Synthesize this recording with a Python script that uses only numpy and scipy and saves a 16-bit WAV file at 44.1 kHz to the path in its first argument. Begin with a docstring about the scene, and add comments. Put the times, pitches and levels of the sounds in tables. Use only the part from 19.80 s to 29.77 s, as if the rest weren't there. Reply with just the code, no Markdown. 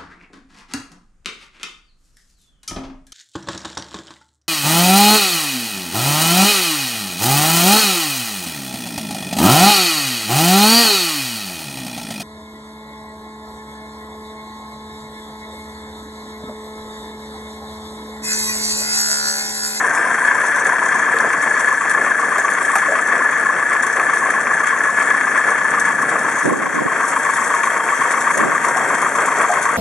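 """A ringing, chattering, rattling drone: a carrot washer runs outdoors. Its electric motor rings once a
turn, the belt pulley rubs its guard hard twice a turn, and loose steel buzzes and clacks. Carrots tumble
and knock in the steel hopper, spray hisses and splashes on them, and a small generator hums. Faint
falling whistles and a few dry, bright clicks sound early on. After six seconds the microphone moves
toward the motor, the level dips briefly, and a few low puffs of air reach it."""
import sys
import numpy as np
from scipy import signal
from scipy.fft import rfft, irfft, next_fast_len
from scipy.io import wavfile
from scipy.ndimage import uniform_filter1d, minimum_filter1d, map_coordinates

SR = 44100
rng = np.random.default_rng(int(sys.argv[2]) if len(sys.argv) > 2 else 0)


def unload_wav(signal):
    """Save mono or channel-first audio to the path in sys.argv[1] as 16-bit WAV at rate SR, clipped to [-1, 1]."""
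    wavfile.write(
        sys.argv[1],
        SR,
        np.round(np.clip(np.atleast_2d(signal).T, -1, 1) * 32767).astype(np.int16),
    )


N = 439677
TIME = np.arange(N) / SR


def amp(db):
    """Decibels to amplitude ratio."""
    return 10 ** (np.asarray(db) / 20)


def unit(x):
    """Normalisation to rms 1."""
    return x / np.sqrt(np.mean(x ** 2) + 1e-20)


def curves(rows):
    """Linear interpolation of each column after the time, one value per sample."""
    times, *columns = np.transpose(rows)
    return [np.interp(TIME, times, column) for column in columns]


def wobble(rate):
    """Smooth random modulation: a spline through rate knots a second."""
    return map_coordinates(rng.standard_normal(int(N * rate / SR) + 4), [TIME * rate])


def bump(time_s, half_s):
    """A Gaussian envelope around one moment."""
    return np.exp(-.5 * ((TIME - time_s) / half_s) ** 2)


def lobe(turns, place, width):
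    """Periodic modulation: a Gaussian pulse at one place in every turn."""
    return np.exp(-.5 * (((turns - place + .5) % 1 - .5) / width) ** 2)


def grains(rate, spread_db):
    """Shot noise: two rows of tiny random contacts, rate a second, at rms 1."""
    hit = rng.random((2, N)) < rate / SR
    return unit(hit * np.sign(rng.standard_normal((2, N))) * amp(spread_db * rng.standard_normal((2, N))))


def sprinkled(rate, level_db, spread_db):
    """A Poisson process of rate blows a second, as rows of time_s, level_db."""
    gaps, sizes = rng.random((100, 2)).T
    times = np.cumsum(-np.log(1 - gaps)) / rate
    return [(s, level_db + spread_db * (2 * size - 1)) for s, size in zip(times, sizes) if s < TIME[-1]]


def impulses(rows):
    """An impulse train from rows of time_s, level_db."""
    return np.bincount([int(s * SR) for s, db in rows], [amp(db) for s, db in rows], N)


def strokes(rows, attack_s, t60_s):
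    """Envelope of blows that rise and decay exponentially."""
    t = np.arange(SR // 2) / SR
    shape = (1 - np.exp(-t / attack_s)) * amp(-60 * t / t60_s)
    return signal.fftconvolve(impulses(rows), shape / shape.max())[:N]


def filtered(x, response):
    """Linear filtering: the spectrum of x times a frequency response."""
    size = next_fast_len(N + SR // 2)
    return irfft(rfft(x, size) * response(np.fft.rfftfreq(size, 1 / SR)), size)[..., :N]


def coloured(x, spectrum):
    """Spectral shaping by frequency_hz, level_db points on a log axis, at rms 1."""
    points_hz, db = np.transpose(spectrum)
    return unit(filtered(x, lambda hz: amp(np.interp(np.log(hz + 1), np.log(points_hz), db))))


def ringing(x, modes):
    """Forced resonance, at rms 1: a body radiates little below or above its range of modes."""
    def response(f):
        peaks = sum(amp(db) * 1j * f * width / (hz * hz - f * f + 1j * f * width)
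                    for hz, width, db in modes)
        low_hz, high_hz = .7 * modes[0][0], 1.2 * modes[-1][0]
        return peaks / (1 + (low_hz / (f + 1)) ** 6) / (1 + (f / high_hz) ** 8)
    return unit(filtered(x, response))


def steadied(x, share):
    """Amplitude limiting: a loose part hits its stops, which evens its swing; it radiates no bass."""
    envelope = np.abs(signal.hilbert(x, next_fast_len(N))[:N])
    even = x / (envelope + .15) ** share
    return unit(filtered(even, lambda hz: 1 - np.exp(-(hz / 600) ** 4)))


def placed(pair, left_db, width):
    """Stereo level difference: direct sound (first row) with a share of scattered sound (second row)."""
    direct, scattered = pair
    balance = amp([[left_db / 2], [-left_db / 2]])
    return np.array([direct + width * scattered, direct - width * scattered]) * balance


def heard(far_db, near_db):
    """Level rises with nearness: a part's gain as the microphone moves toward the motor."""
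    # path from the sorting belt to the motor: time_s, share_of_way
    walk = [(0, 0), (5.9, 0), (7.4, 0.81), (9.97, 0.83)]
    return amp(np.interp(curves(walk)[0], [0, 1], [far_db, near_db]))


def shafts():
    """Phase is the integral of speed: turns made so far by the motor and the pulley."""
    # shaft speeds, sagging briefly under load: time_s, motor_hz, pulley_hz
    speeds = [(0, 29.755, 7.973), (1, 29.47, 7.806), (1.5, 29.098, 7.688), (2, 29.797, 7.894),
              (3, 29.649, 7.895), (5, 29.735, 7.897), (7, 29.649, 7.916), (10, 29.8, 7.896)]
    motor_hz, pulley_hz = curves(speeds)
    return np.cumsum(motor_hz) / SR - .372, np.cumsum(pulley_hz) / SR - .098


def motor(turns):
    """Forced vibration: a worn bearing ticks and grinds into the mount, whose ring swells once a turn."""
    # the mount's upper and lower mode clusters: frequency_hz, bandwidth_hz, gain_db
    upper_modes = [(1712, 17, 9.5), (1733, 17, -1), (1690, 37, -27)]
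    lower_modes = [(1630, 28, 0), (1605, 22, 4), (1694, 75, -4)]
    # relative strength of each cluster: time_s, upper_db, lower_db
    ring_levels = [(0, -24, -20), (1.2, -21, -24), (1.9, -20.5, -26), (2.6, -23, -23.5), (3.6, -20.5, -28),
                   (4.5, -22.5, -26.5), (5.7, -21.5, -25.5), (7.3, -29.5, -25), (8.5, -26, -26.5),
                   (9.97, -49, -26)]
    upper_db, lower_db = curves(ring_levels)
    tick_hz, jitter_s = 131.22, .0004
    count = int(N / SR * tick_hz)
    late, size = rng.standard_normal((2, count))
    tick_samples = np.clip((np.arange(count) / tick_hz + jitter_s * late) * SR, 0, N - 1).astype(int)
    bearing = unit(np.bincount(tick_samples, amp(2 * size), N)) + 1.2 * rng.standard_normal(N)
    upper = amp(upper_db + 1) * steadied(ringing(bearing, upper_modes), share=.26)
    lower = amp(lower_db - 1) * steadied(ringing(bearing, lower_modes), share=.15)
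    # no two turns rub quite alike
    swell = unit(.7 + lobe(turns + .05 * wobble(30), place=.04, width=.15) * amp(2 * wobble(22)))
    return (upper + lower) * swell * amp([[1.7], [-1.9]])


def whine(turns):
    """Housing resonances sing thinly; the cooling fan adds two rough harmonics of the shaft rate."""
    # motor housing modes: frequency_hz, bandwidth_hz, gain_db
    modes = [(3210, 21, 7), (6770, 190, -2.5), (7580, 81, 4.5), (11020, 190, -4)]
    housing = ringing(rng.standard_normal((2, N)), modes) * unit(.73 + lobe(turns, place=.02, width=.16))
    housing = heard(far_db=-47, near_db=-36) * placed(housing, left_db=4, width=.2)
    fan = sum(np.sin(2 * np.pi * (order * turns + .2 * wobble(28))) * amp(3.5 * wobble(22))
              for order in (31, 32))
    return housing + heard(far_db=-38.5, near_db=-30.5) * fan * amp([[1.5], [-1.5]])


def pulley(turns, motor_turns):
    """Friction excites the belt guard's modes where the pulley rubs; pitch rises as the belt seats."""
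    # rubs in each turn: place_turns, width_turns, slack_db, seated_db
    rubs = [(.31, .06, -2, -14), (.71, .05, -14, -1), (.995, .05, -1, 0)]
    # guard modes at the nominal pitch: frequency_hz, bandwidth_hz, gain_db
    guard_modes = [(910, 25, -22), (1092, 32, 9), (1138.4, 45, 9), (1220, 67, -9), (1660, 59, -10),
                   (2030, 100, -10)]
    nominal_hz, slack_hz, seated_hz = 1120, 1038.6, 1122.3
    seat_start_s, seat_end_s = .99, 2.0
    seated = np.interp(TIME, [seat_start_s, seat_end_s], [0, 1])
    rub = sum(amp(slack_db + seated * (seated_db - slack_db)) * lobe(turns, place, width)
              for place, width, slack_db, seated_db in rubs)
    # the belt catches when a rub meets the motor's heavy side
    catch = 1 + .62 * lobe(motor_turns, place=.033, width=.44)
    pressure = unit((.05 + rub) * catch * amp(1.2 * wobble(12)))
    chatter = steadied(ringing(grains(rate=4000, spread_db=1)[0], guard_modes), share=.7)
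    pitch_hz = slack_hz + seated * (seated_hz - slack_hz)
    chatter = map_coordinates(chatter, [np.cumsum(pitch_hz / nominal_hz)], mode="mirror")
    return heard(far_db=-24.5, near_db=-21.5) * pressure * chatter * amp([[1.6], [-1.7]])


def frame(motor_turns, pulley_turns):
    """Contact noise: loose steel buzzes, amplitude-modulated by both shafts."""
    # the steel frame's response: frequency_hz, level_db
    spectrum = [(500, -36), (1000, -2.5), (1200, 6), (1300, -1.5), (1500, 3), (1700, 1), (1890, 4.5),
                (2070, -1.5), (2180, 1), (2500, -12.5), (2850, -15.5), (3220, -11), (3800, -28),
                (5000, -21), (12000, -39.5)]
    shake = .7 + .35 * lobe(motor_turns, place=0, width=.1)
    shake += .5 * lobe(pulley_turns, place=.7, width=.07) + .3 * lobe(pulley_turns, place=0, width=.06)
    rattle = coloured(grains(rate=2600, spread_db=4.5) * shake * amp(2.15 * wobble(18)), spectrum)
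    return heard(far_db=-24, near_db=-23.5) * placed(rattle, left_db=4, width=.41)


def hopper():
    """Many soft impacts merge into noise: carrots roll in the drum, louder when a heap slides."""
    # deep rumble and midrange patter of the carrots: frequency_hz, level_db
    rumble_spectrum = [(20, -42), (45, -60), (90, -16.5), (150, -4.5), (240, 2.5), (320, 0.5), (450, -21),
                       (900, -11), (2000, -120)]
    tumble_spectrum = [(100, -27), (280, -9), (430, -1.5), (700, 0.5), (900, -3.5), (1300, 1.5), (1800, 1),
                       (3000, -23), (6000, -120)]
    # heaps sliding down the drum: centre_s, half_length_s, tumble_db, rumble_db
    slides = [(1.35, 0.19, -47, -46), (6.324, 0.23, -39, -40.5), (9.117, 0.29, -31.5, -45),
              (9.61, 0.21, -31.5, -67)]
    rumble = coloured(grains(rate=900, spread_db=3), rumble_spectrum)
    tumble = coloured(grains(rate=1800, spread_db=2.5) * amp(1.96 * wobble(16)), tumble_spectrum)
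    rumble *= heard(far_db=-42.5, near_db=-42) + sum(amp(db) * bump(s, half) for s, half, _, db in slides)
    tumble *= heard(far_db=-26, near_db=-25) + sum(amp(db) * bump(s, half) for s, half, db, _ in slides)
    return amp(1.32) * (placed(rumble, left_db=-.5, width=.28) + placed(tumble, left_db=1.7, width=.13))


def water():
    """Drop impact noise: spray patters on wet produce in clumps, and larger slaps stand out."""
    # the loudest wet slaps: start_s, relative_level_db
    splashes = [(1.6247, -20), (2.0944, -15.5), (2.8504, -19), (2.954, -21), (4.5017, -19), (5.9958, -13),
                (8.31, -15.5), (8.5759, -12.5), (9.2179, -17), (9.4575, -14.5), (9.8271, -15)]
    # hiss of the spray: frequency_hz, level_db
    spectrum = [(1000, -56), (3000, -6.5), (4500, -9.5), (5400, -4), (6200, 2), (7200, 0.5), (7650, 2),
                (8200, 0.5), (9800, 0), (11100, -8.5), (12000, -37)]
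    clump_decay_s = .0066
    arrivals = np.abs(grains(rate=35, spread_db=4.5)[0])
    clumps = signal.lfilter([1], [1, -np.exp(-1 / (clump_decay_s * SR))], arrivals)
    flow = heard(far_db=-35.4, near_db=-33.4) * unit(2.6 + unit(clumps)) * amp(.76 * wobble(4))
    slaps = list(splashes) + sprinkled(rate=3.4, level_db=-26.5, spread_db=7)
    force = flow + amp(-12) * strokes(slaps, attack_s=.0004, t60_s=.076)
    # random patches in frequency and time give every splash its own colour
    spectra = signal.stft(grains(rate=9000, spread_db=2.5), nperseg=256)[2]
    patches = uniform_filter1d(rng.standard_normal(spectra.shape[1:]), size=5, axis=0)
    patches = uniform_filter1d(patches, size=12, axis=1)
    drops = signal.istft(spectra * amp(2 * unit(patches)), nperseg=256)[1][:, :N]
    return placed(force * coloured(drops, spectrum), left_db=7.5, width=.28)


def generator():
    """Partials of a muffled engine waver together in frequency and amplitude."""
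    # engine tones: pitch_hz, relative_level_db
    tones = [(147, -54), (228, -52), (274, -49), (456, -43.5)]
    clock = TIME + np.cumsum(.00794 * wobble(12)) / SR
    hum = sum(amp(db + 3) * np.sin(2 * np.pi * hz * clock) for hz, db in tones)
    return hum * amp(1.2 * wobble(5.7))


def whistles():
    """Faint tones glide downward, broken up by random amplitude modulation."""
    # thin whistles: start_s, end_s, start_hz, end_hz, level_db
    glides = [(.03, .8, 10700, 9650, -43), (.12, .32, 5380, 5150, -40), (.55, .85, 6200, 5800, -43),
              (1.4, 1.98, 4780, 4300, -49)]
    out = np.zeros(N)
    for start, end, start_hz, end_hz, db in glides:
        pitch_hz = np.interp(TIME, [start, end], [start_hz, end_hz]) * (1 + .007 * wobble(200))
        fade = np.interp(TIME, [start, start + .029, end - .04, end], [0, 1, 1, 0])
        out += amp(db) * fade * np.sin(2 * np.pi * np.cumsum(pitch_hz) / SR)
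    return out * amp(4 * wobble(36)) * amp([[1.5], [-1.5]])


def clacks():
    """Impulse response of damped modes: loose steel strikes and rings for a few milliseconds."""
    # the loudest strikes: start_s, peak_db
    strikes = [(.177, -7), (1.533, -6), (2.263, -7), (2.682, -3), (2.957, -5), (3.189, -6), (4.198, -4),
               (4.67, -2.5), (5.202, -7), (7.363, -7), (7.835, -4), (8.089, -7)]
    # modes of the loose steel: frequency_hz, bandwidth_hz, gain_db
    modes = [(1150, 140, -1), (1700, 170, 0), (2200, 170, -7)]
    blows = impulses(strikes + sprinkled(rate=.86, level_db=-18, spread_db=6))
    ring = ringing(blows, modes)
    return ring / np.abs(ring).max() * blows.max() * amp([[1.5], [-1.5]])


def knocks():
    """Free vibration: a carrot sets a steel panel's modes ringing; a harder blow adds more crack."""
    # carrots landing: start_s, relative_level_db, pitch_hz, hardness_db
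    landings = [(1.338, -13.5, 460, 2), (2.581, -14.5, 677, 4), (2.953, -10, 786, 12),
                (3.081, -11, 571, -8), (3.114, -9.5, 646, -14), (8.57, -13, 565, 6),
                (8.961, -8.5, 760, -12), (9.694, -2.5, 718, -14)]
    # the panel's modes: pitch_ratio, gain
    modes = [(.88, .29), (1, .89), (1.14, 0.44), (1.7, .27)]
    # the crack of contact: frequency_hz, level_db
    crack_spectrum = [(150, -32), (600, -4), (1300, 6), (2200, -8), (3300, -25), (8000, -18)]
    attack_s, t60_s = .0026, .18
    panel, t = np.zeros(N + SR), np.arange(SR // 3) / SR
    envelope = (1 - np.exp(-t / attack_s)) * amp(-60 * t / t60_s)
    for s, db, hz, _ in landings:
        ring = sum(gain * np.sin(2 * np.pi * (hz * ratio * t + rng.random())) for ratio, gain in modes)
        panel[int(s * SR):][:len(t)] += amp(db - 5) * ring * envelope
    blows = strokes([(s, db + hard_db) for s, db, _, hard_db in landings], attack_s=.0011, t60_s=.084)
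    crack = amp(-10) * blows * coloured(rng.standard_normal(N), crack_spectrum)
    return (panel[:N] + crack) * amp([[.8], [-.8]])


def clicks():
    """Broadband transients: noise bursts a few milliseconds long sound as dry, bright clicks."""
    # dry clicks: start_s, level_db
    bursts = [(1.3865, -16), (2.581, -20), (2.713, -22), (4.198, -20)]
    # their bright colour: frequency_hz, level_db
    spectrum = [(500, -15), (2500, 0), (5000, 0), (11000, -1)]
    noise = placed(coloured(rng.standard_normal((2, N)), spectrum), left_db=4, width=.3)
    return strokes(bursts, attack_s=.0002, t60_s=.007) * noise


def puffs():
    """Wind noise: low rushes of air, only weakly correlated at the two microphone ports."""
    # puffs of air: centre_s, half_length_s, relative_level_db
    gusts = [(6.671, .016, -19.5), (6.719, 0.013, -21.5), (6.797, 0.088, -29.5), (6.967, 0.02, -27.5),
             (7.018, .01, -21), (7.061, 0.0084, -21), (8.645, .05, -23.5)]
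    # their low rush: frequency_hz, level_db
    spectrum = [(30, -37), (80, -22), (140, -4), (300, 4.5), (480, -2), (800, -6), (2000, -70)]
    swell = sum(amp(db - 2) * bump(s, half) for s, half, db in gusts)
    return swell * placed(coloured(rng.standard_normal((2, N)), spectrum), left_db=-4, width=1.5)


def scene():
    """Superposition: washer and clicks, whose level dips briefly, plus whistles, generator and puffs."""
    motor_turns, pulley_turns = shafts()
    drive = motor(motor_turns) + whine(motor_turns) + pulley(pulley_turns, motor_turns)
    steel = frame(motor_turns, pulley_turns) + clacks()
    bright_clicks = clicks()
    produce = hopper() + knocks() + water()
    dip_s, dip_half_s, dip_db = 6.93, .28, -3.5
    dip = amp(dip_db * np.exp(-((TIME - dip_s) / dip_half_s) ** 4))
    return dip * (drive + steel + bright_clicks + produce) + whistles() + generator() + puffs()


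def record(dry):
    """Microphone response: the left port leads by a sample; three notches, a limiter and a band limit."""
    ported = np.array([dry[0], np.pad(dry[1], (1, 0))[:N]])
    notches = [(3000, 127), (4020, 138), (5010, 260)]  # frequency_hz, half_width_hz
    notched = filtered(ported, lambda f: np.prod(
        [((f - hz) / (f - hz - 1j * width)) ** 2 for hz, width in notches], axis=0))
    needed_gain = 1 / np.maximum(np.abs(notched).max(axis=0), 1)
    smooth_gain = uniform_filter1d(minimum_filter1d(needed_gain, size=200), size=200)
    return filtered(notched * smooth_gain, lambda hz: hz < 11650)


dry = scene()
out = record(dry)
unload_wav(out)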